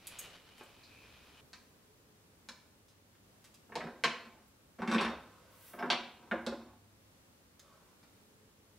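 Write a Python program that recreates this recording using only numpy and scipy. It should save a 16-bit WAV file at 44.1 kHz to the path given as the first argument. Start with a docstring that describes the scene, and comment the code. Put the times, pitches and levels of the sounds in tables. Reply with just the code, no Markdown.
"""A bench vise is wound shut on a small mould, close to a stereo microphone in a quiet workshop.
The screw grinds in short turns (scattered impulses through ringing iron and boards), and the loose handle bar
ticks, slides and clacks in its hub (short noise bursts through resonances). Before that, fingers press the
mould together: rubbing skin is noise made of tiny catches, snaps are bursts.
The room answers with echoes and a noise tail, over faint hiss, hum, rumble and drones made of noise and sines."""
import sys
import numpy as np
from scipy import signal
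from scipy.fft import rfft, irfft, next_fast_len
from scipy.io import wavfile
from scipy.ndimage import map_coordinates

SR = 44100
rng = np.random.default_rng(int(sys.argv[2]) if len(sys.argv) > 2 else 0)


def attenuation_scalar(level_db):
    """Turn a level in dB into a linear amplitude multiplier (20 dB per decade)."""
    decades = np.asarray(level_db, float) / 20
    return 10 ** decades


def materialize(psi):
    """Save the field psi as 16-bit PCM at rate SR to the path in sys.argv[1].

    A 1-D psi becomes a single channel; in a 2-D psi each row is a channel.
    """
    bounded = np.clip(np.atleast_2d(psi).T, -1, 1)
    quanta = np.round(bounded * 32767).astype(np.int16)
    wavfile.write(sys.argv[1], SR, quanta)


N = 387198  # length in samples


def unit(x):
    """Scale x to an rms of 1."""
    return x / np.sqrt(np.mean(x ** 2) + 1e-20)


def noise():
    """White noise as long as the scene."""
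    return rng.standard_normal(N)


def along(points, hz):
    """Read (f/Hz, value) points at any frequency, on a log axis."""
    f, value = np.transpose(points)
    return np.interp(np.log(hz + 1), np.log(f + 1), value)


def gain(rows):
    """One gain per sample from (t/s, level/dB) rows, practically silent outside them."""
    s, db = np.transpose(rows)
    return attenuation_scalar(np.interp(np.arange(N) / SR, s, db, left=-200, right=-200))


def swell(start, peak, end, db, rise_db, fall_db):
    """A gain that climbs rise_db to its peak, then sinks fall_db; silent outside."""
    return gain([(start, db - rise_db), (peak, db), (end, db - fall_db)])


def swells(rows, rise_db, fall_db):
    """All the swells of a table, added up."""
    return sum(swell(*row, rise_db, fall_db) for row in rows)


def wobble(rate):
    """A smooth random curve through `rate` random knots a second."""
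    knots = rng.standard_normal(int(N * rate / SR) + 4)
    return map_coordinates(knots, [np.arange(N) * rate / SR])


def filtered(x, response):
    """Multiply the spectrum of x by a complex response of frequency."""
    n = x.shape[-1]
    m = next_fast_len(n + 8192)  # room for the ringing
    return irfft(rfft(x, m) * response(np.fft.rfftfreq(m, 1 / SR)), m)[..., :n]


def band(f, hz, width_hz):
    """One resonance that rings only after it is struck."""
    return 1j * f * width_hz / (hz * hz - f * f + 1j * f * width_hz + 1e-9)


def modes(f, table):
    """The resonances of a body, each excited at a slightly random strength, with alternating signs."""
    total = 0
    for k, (hz, width_hz, db) in enumerate(table):
        strength = attenuation_scalar(db + rng.normal(0, 2))
        total = total + (-1) ** k * strength * band(f, hz, width_hz)
    return total


def spread(pair, alike, spectrum=((1, 0),)):
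    """Mix two unrelated noises into a left and right of the given likeness, and colour them."""
    def mid_side_gains(hz):
        angle = np.arccos(np.clip(along(alike, hz), -1, 1)) / 2
        return attenuation_scalar(along(spectrum, hz)) * [np.cos(angle), np.sin(angle)]
    mid, side = filtered(pair, mid_side_gains)
    return np.array([mid + side, mid - side])


def burst(t60, length=0.2, spray=1.0):
    """A first touch, then a spray of smaller ones that swells for a moment and dies; times in s."""
    t = np.arange(round(length * SR)) / SR
    x = rng.standard_normal(len(t)) * (1 - np.exp(-t / 0.0033)) * attenuation_scalar(-60 * t / t60)
    x *= spray / np.linalg.norm(x)
    x[0] += 1
    return x


def grit(rate, spread_db):
    """Irregular catches of a rough surface: about `rate` impulses a second, of scattered size, rms 1."""
    hits = rng.random(N) < rate / SR
    size = rng.standard_normal(N) * attenuation_scalar(spread_db * rng.exponential(size=N))
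    return unit(hits * size)


def add(track, s, x):
    """Mix x into the track at time s."""
    part = track[round(s * SR):][:len(x)]
    part += x[:len(part)]


# colour of the room tone: f/Hz, level/dB (relative, per Hz)
AIR_COLOUR = [(15, -59), (25, -24), (58, -7), (90, -7), (154, -8), (214, -6), (399, -12.5), (433, -15.5),
              (496, -11.5), (538, -11.5), (669, -17), (1090, -17.5), (2150, -21.5), (14800, -27.5),
              (16500, -27)]
# how alike left and right are in the room tone: f/Hz, likeness (1 same, 0 unrelated, below 0 opposed)
AIR_LIKENESS = [(60, 0.89), (180, 0.85), (550, 0.53), (1650, -0.049), (4970, -0.17), (15000, -0.35)]
# steady low tones: f/Hz, level/dB (rms, before the wobble)
DRONES = [(86.1, -83.5), (102.3, -79.5)]
# swells of the low rumble: start t/s, peak t/s, end t/s, level/dB
RUMBLE_SWELLS = [(.9, 1.3, 1.56, -69.5), (3.7, 3.82, 4.0, -66), (4.85, 5.07, 5.3, -61),
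                 (6.3, 6.5, 6.88, -65)]
# comings and goings of the faint hum: start t/s, peak t/s, end t/s, level/dB
HUM_SWELLS = [(0, 1.2, 5.4, -75.5), (8.1, 8.4, 9.1, -74.5)]


def air():
    """Room tone and hiss are coloured noise, rumble and hum narrow noise bands, drones wavering sines."""
    level = attenuation_scalar(-64.5 + 0.77 * wobble(2.35))
    tone = level * unit(spread(rng.standard_normal((2, N)), AIR_LIKENESS, AIR_COLOUR))
    rumble = unit(filtered(noise(), lambda f: band(f, 69.5, 25) ** 2))
    hum = unit(filtered(noise(), lambda f: band(f, 429, 32) ** 2))
    t = np.arange(N) / SR
    drone = 0
    for hz, db in DRONES:
        drone = drone + attenuation_scalar(db + 4.4 * wobble(1.9)) * np.sqrt(2) * np.sin(2 * np.pi * hz * t)
    low = swells(RUMBLE_SWELLS, rise_db=8, fall_db=15) * rumble
    return tone + drone + low + swells(HUM_SWELLS, rise_db=5.5, fall_db=13.5) * hum


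# early echoes: delay t/s, level/dB, left over right level/dB
WALL_ECHOES = [(.0045, -3.5, -2), (0.0127, -11.5, 5.5)]
# how fast the late tail dies: f/Hz, time to fall 60 dB t/s
TAIL_DECAY = [(200, 0.61), (1000, 0.56), (4000, 0.5), (8000, 0.42), (14000, 0.27)]
# how alike left and right are in the tail: f/Hz, likeness (1 same, 0 unrelated)
TAIL_LIKENESS = [(200, 1), (1000, 0.97), (4000, 0.78), (12000, 0.067)]


def room(x, wet_db, step=.3):
    """Early echoes, then a noise tail whose frequencies die at their own speeds, new every `step` seconds."""
    out = np.array([x, x])
    for delay, db, pan_db in WALL_ECHOES:
        echo = np.pad(x, (round(delay * SR), 0))[:N]
        out += attenuation_scalar([[db + pan_db / 2], [db - pan_db / 2]]) * echo
    size = round(step * SR)
    for start in range(0, N, size):
        hz, t, z = signal.stft(rng.standard_normal((2, round(.7 * SR))), SR, nperseg=256)
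        dying = z * attenuation_scalar(-60 * t / along(TAIL_DECAY, hz)[:, None])
        tail = spread(signal.istft(dying, SR, nperseg=256)[1], TAIL_LIKENESS)
        t_tail = np.arange(tail.shape[1]) / SR
        tail *= np.clip(t_tail / 0.0027, 0, 1)  # the tail builds up after the direct sound
        tail *= 1 + 1.84 * attenuation_scalar(-60 * t_tail / .12)  # near surfaces answer first and strongly
        tail /= np.linalg.norm(tail[0])
        wet = signal.fftconvolve(x[None, start:start + size], tail, axes=1)
        out[:, start:start + wet.shape[1]] += attenuation_scalar(wet_db) * wet[:, :N - start]
    return out


# pressure of the fingers: t/s, level/dB (of the rub, before its strokes)
FINGER_PRESSURE = [(0, -64), (.1, -58), (.28, -55.5), (.4, -63), (.8, -64.5), (1.05, -63.5), (1.2, -64.5),
                   (1.41, -64)]
# colour of skin on the mould: f/Hz, level/dB (relative, per Hz)
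SKIN_COLOUR = [(410, -3.5), (700, -4), (1010, -3.5), (1830, -3), (2600, -2.5), (3830, -3), (5560, -11.5),
               (9000, -25.5), (11700, -18), (19800, -120)]
# two resonances of the scrape: f/Hz, width f/Hz, level/dB (over the rub, before it drifts)
SCRAPE = [(2470, 420, -14.5), (2970, 450, -14)]


def rubbing():
    """Skin catches on the mould right by the microphone, in uneven strokes, with a drifting scrape in it."""
    pair = np.array([grit(rate=5600, spread_db=-1.0), grit(rate=5000, spread_db=3.0)])
    strokes = attenuation_scalar(1.4 * wobble(19.9) + 0.42 * wobble(5.5))
    rub = unit(spread(pair, [(1000, 0.99), (6000, 0.62)], SKIN_COLOUR))
    scrape = 0
    for hz, width_hz, db in SCRAPE:
        ringing = unit(filtered(rub, lambda f: band(f, hz, width_hz) ** 2))
        scrape = scrape + attenuation_scalar(db + 6.1 * wobble(5.33)) * ringing
    return gain(FINGER_PRESSURE) * strokes * (rub + scrape)


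# palm sliding along the bar: start t/s, peak t/s, end t/s, level/dB
PALM_SLIDES = [(5.5, 5.68, 5.87, -57)]
# colour of the sliding palm: f/Hz, level/dB (relative, per Hz)
PALM_COLOUR = [(1760, -2), (3000, -1), (6620, -5.5), (12100, 4), (15100, 1), (16000, 9.5)]
# palm dragging on the bar: start t/s, peak t/s, end t/s, level/dB
PALM_DRAGS = [(5.2, 5.55, 5.78, -71.5), (7.62, 7.7, 7.95, -72.5)]
# the handle bar humming under the palm: f/Hz, width f/Hz, level/dB (relative)
BAR_MODES = [(1050, 72, -13), (1570, 146, -17), (520, 100, -18)]
# snaps and taps of fingers on mould and bar, and one ringing ping of the vise (at 5.792 s):
# t/s, peak level/dB, f/Hz, width f/Hz, time to fall 60 dB t/s
SNAPS_AND_PING = [(.07, -30, 9700, 5960, 0.0035), (0.07, -36.5, 4000, 5000, .015),
                  (0.188, -34.5, 7300, 2000, 0.0058), (0.192, -28.5, 11100, 8200, 0.0064),
                  (0.191, -39, 2360, 5000, .03), (.27, -67, 4000, 8000, .05), (.274, -54, 520, 121, 0.037),
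                  (0.581, -49.5, 9000, 9000, 0.053), (0.61, -42, 560, 1080, 0.031),
                  (.635, -47.5, 9000, 9000, .017), (.835, -49, 4270, 1300, 0.16),
                  (2.884, -52, 4500, 6100, .18), (3.149, -62, 2000, 2000, .02),
                  (3.443, -41, 2870, 9500, 0.078), (3.543, -45.5, 4520, 9350, 0.01),
                  (4.481, -59, 12000, 5050, 0.013), (5.792, -54.5, 5170, 500, 0.047),
                  (7.595, -41.5, 3600, 9000, 0.0051)]


def hands_and_ping():
    """Bursts for mould snaps, finger taps and one ping of the vise; noise for a palm that makes the bar hum."""
    slide = unit(filtered(noise(), lambda f: attenuation_scalar(along(PALM_COLOUR, f))))
    bar_hum = unit(filtered(noise(), lambda f: modes(f, BAR_MODES) + 0.093 * band(f, 840, 1300)))
    out = swells(PALM_SLIDES, rise_db=16, fall_db=19.5) * slide
    out += swells(PALM_DRAGS, rise_db=2.5, fall_db=9) * bar_hum
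    for s, db, hz, width_hz, t60 in SNAPS_AND_PING:
        hit = filtered(burst(t60), lambda f: band(f, hz, width_hz) ** 2)
        add(out, s, attenuation_scalar(db) * hit / abs(hit).max())
    return out


# modes of the bench boards: f/Hz, width f/Hz, level/dB (relative)
BENCH_MODES = [(160, 23, -9), (234, 15, 3), (342, 15.2, -1.5), (384, 25, -6.5), (529.5, 50, -0.5),
               (680, 113, -12.5), (718, 27, -7.5)]


def bench(f):
    """The bench boards ring at a handful of low resonances."""
    return modes(f, BENCH_MODES)


# rings of the iron casting: f/Hz, width f/Hz, level/dB (relative)
IRON_RINGS = [(980, 30, -1), (1060, 58, 5), (1520, 310, 3), (2140, 52, -7), (2290, 76, 2.5),
              (2560, 200, -3.5), (3663, 46, 10.5), (3780, 120, -15), (4380, 440, -10), (5430, 320, 2.5),
              (7960, 88, 2.5), (10700, 90, 6), (12500, 29, 19)]


def iron(f, ring_db=-8):
    """The casting adds its rings, at slightly random strengths, on top of a broad contact sound."""
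    rings = 0
    for hz, width_hz, db in IRON_RINGS:
        rings = rings + attenuation_scalar(ring_db + db + 2 * rng.standard_normal()) * band(f, hz, width_hz)
    return 1 + rings


# contacts in the vise: t/s, tone peak level/dB, tone f/Hz, then against the tone's peak:
# bench thud level/dB, bright edge level/dB
CONTACTS = [(1.532, -41, 1740, -28, 3.5), (2.488, -36, 1740, -23, 4), (3.694, -60.5, 696, 7, -28),
            (3.721, -43.5, 1670, -3.5, -46), (3.755, -28.5, 1970, -9.5, -1.5),
            (3.766, -34.5, 646, -12.5, -40), (3.806, -34.5, 1780, -14, -37), (3.835, -47.5, 690, 6, -31),
            (3.868, -43.5, 1460, -3, -27), (4.038, -13.5, 2280, -26, -7.5), (4.044, -25.5, 787, -15.5, 2.5),
            (4.254, -52, 960, -6, 0), (4.79, -47.5, 1030, 0.5, -6), (4.82, -33.5, 1030, -5, -9),
            (4.876, -29, 1530, -6, -5), (4.895, -35, 1500, -21, -6), (4.915, -27, 1110, -11.5, -1.5),
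            (4.946, -25, 1320, -4.5, -4), (4.983, -22.5, 2800, -15.5, -31), (5.011, -26.5, 790, -14, -2.5),
            (5.049, -25.5, 1390, -12.5, -6.5), (5.114, -48, 777, -5, -29), (5.735, -47, 1550, 0, -21),
            (5.79, -39, 1860, -7, -9), (5.826, -30.5, 1330, -5.5, -19), (5.902, -15.5, 3090, -20, -15),
            (5.91, -23.5, 2350, -30, -10), (5.926, -29, 930, -18, -2), (6.313, -26.5, 1570, -10.5, -14),
            (6.328, -34.5, 680, -3.5, -43), (6.465, -36.5, 1550, 1, 8.5), (6.473, -37, 1020, -22, -5),
            (6.52, -49.5, 1050, 8.5, -17), (8.03, -54.5, 1390, -20, 1.5)]


def clacks():
    """Each contact has a tone of its own, a thud in the bench, a wooden knock and a bright edge."""
    out = np.zeros(N)
    for s, db, hz, thud_db, edge_db in CONTACTS:
        hard = min(attenuation_scalar(edge_db), 1)  # a hard contact is brief, so its tone spreads wider
        width_hz = (0.59 + 1.66 * hard) * hz
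        tone = filtered(burst(0.03, spray=0.72), lambda f: band(f, hz, width_hz) ** 3 * iron(f))
        thud = filtered(burst(0.055), lambda f: bench(f) * band(f, 165, 720) ** 2)
        knock = filtered(burst(0.018), lambda f: band(f, 860, 1280) ** 3 * (iron(f) + 1.06 * bench(f)))
        edge = filtered(burst(0.0045, spray=0.4),
                        lambda f: (band(f, 4050, 1947) ** 2 + 0.28 * band(f, 5700, 5000) ** 2) * iron(f))
        knock_db = thud_db / 2 + 0.5  # the jaws knock harder when more of the blow goes into the wood
        for part, part_db in ((tone, 0), (thud, thud_db), (knock, knock_db), (edge, edge_db)):
            add(out, s, attenuation_scalar(db + part_db) * part / abs(part).max())
    dull_hz = 8100  # heavy parts put little sound above this
    return filtered(out, lambda f: 1 / (1 + 1.3j * f / dull_hz - (f / dull_hz) ** 2))


# pulls on the handle that load the screw: start t/s, peak t/s, end t/s,
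# load level/dB (before the uneven drag), rasp against the load level/dB
TURNS = [(3.716, 3.79, 4.44, -67.5, -10), (4.786, 4.809, 4.94, -50, -20), (4.878, 4.934, 4.99, -45, 3),
         (4.97, 5.01, 5.136, -48.5, 1.5), (5.76, 5.869, 6.01, -49, -30), (6.165, 6.274, 6.31, -66, -11),
         (6.315, 6.391, 6.46, -56, -25), (6.48, 6.54, 6.77, -64, -9.5)]
# colour of the rasp: f/Hz, level/dB (relative)
RASP_COLOUR = [(1290, -53), (2200, -2.5), (3620, -5), (6990, -17), (10000, -17), (12300, -36), (15000, -45)]


def screw():
    """The loaded thread catches and slips: coarse slips shake the bench and groan, fine grit rasps in the iron."""
    out = np.zeros(N)
    ends_db, rasp_grows, groan_db = 11, 2.6, 1  # load's drop at both ends; rasp drops more; groan over rumble
    for start, peak, end, db, rasp_db in TURNS:
        load = swell(start, peak, end, db, ends_db, ends_db)
        rasp = swell(start, peak, end, db + rasp_db, rasp_grows * ends_db, rasp_grows * ends_db)
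        slips = grit(rate=500, spread_db=2)
        fine = grit(rate=2500, spread_db=2)
        rumble = unit(filtered(slips, lambda f: bench(f) * band(f, 307, 385) ** 2))
        groan = unit(filtered(slips, lambda f: band(f, 780, 670) ** 2 * (iron(f, ring_db=-7) + 4.0 * bench(f))))
        hiss = unit(filtered(fine, lambda f: attenuation_scalar(along(RASP_COLOUR, f)) * iron(f, ring_db=15.0)))
        drag = attenuation_scalar(2.5 * wobble(35))  # the drag is uneven along the thread
        out += drag * (load * (rumble + attenuation_scalar(groan_db) * groan) + rasp * hiss)
    return out


def scene():
    """Vise and hands in the room, a touch stronger on the right, with the close rubbing and the room tone."""
    in_room = room(clacks() + screw() + hands_and_ping(), wet_db=4.5)
    return attenuation_scalar([[-.2], [.2]]) * in_room + rubbing() + air()


def low_pass(x):
    """Removes everything above the highest recorded frequency."""
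    return signal.sosfilt(signal.butter(12, 16670, fs=SR, output="sos"), x)


def record(dry):
    """The mix keeps only what lies below 15780 Hz."""
    mix = filtered(dry, lambda hz: hz < 15780)
    return low_pass(mix)


dry = scene()
out = record(dry)
materialize(out)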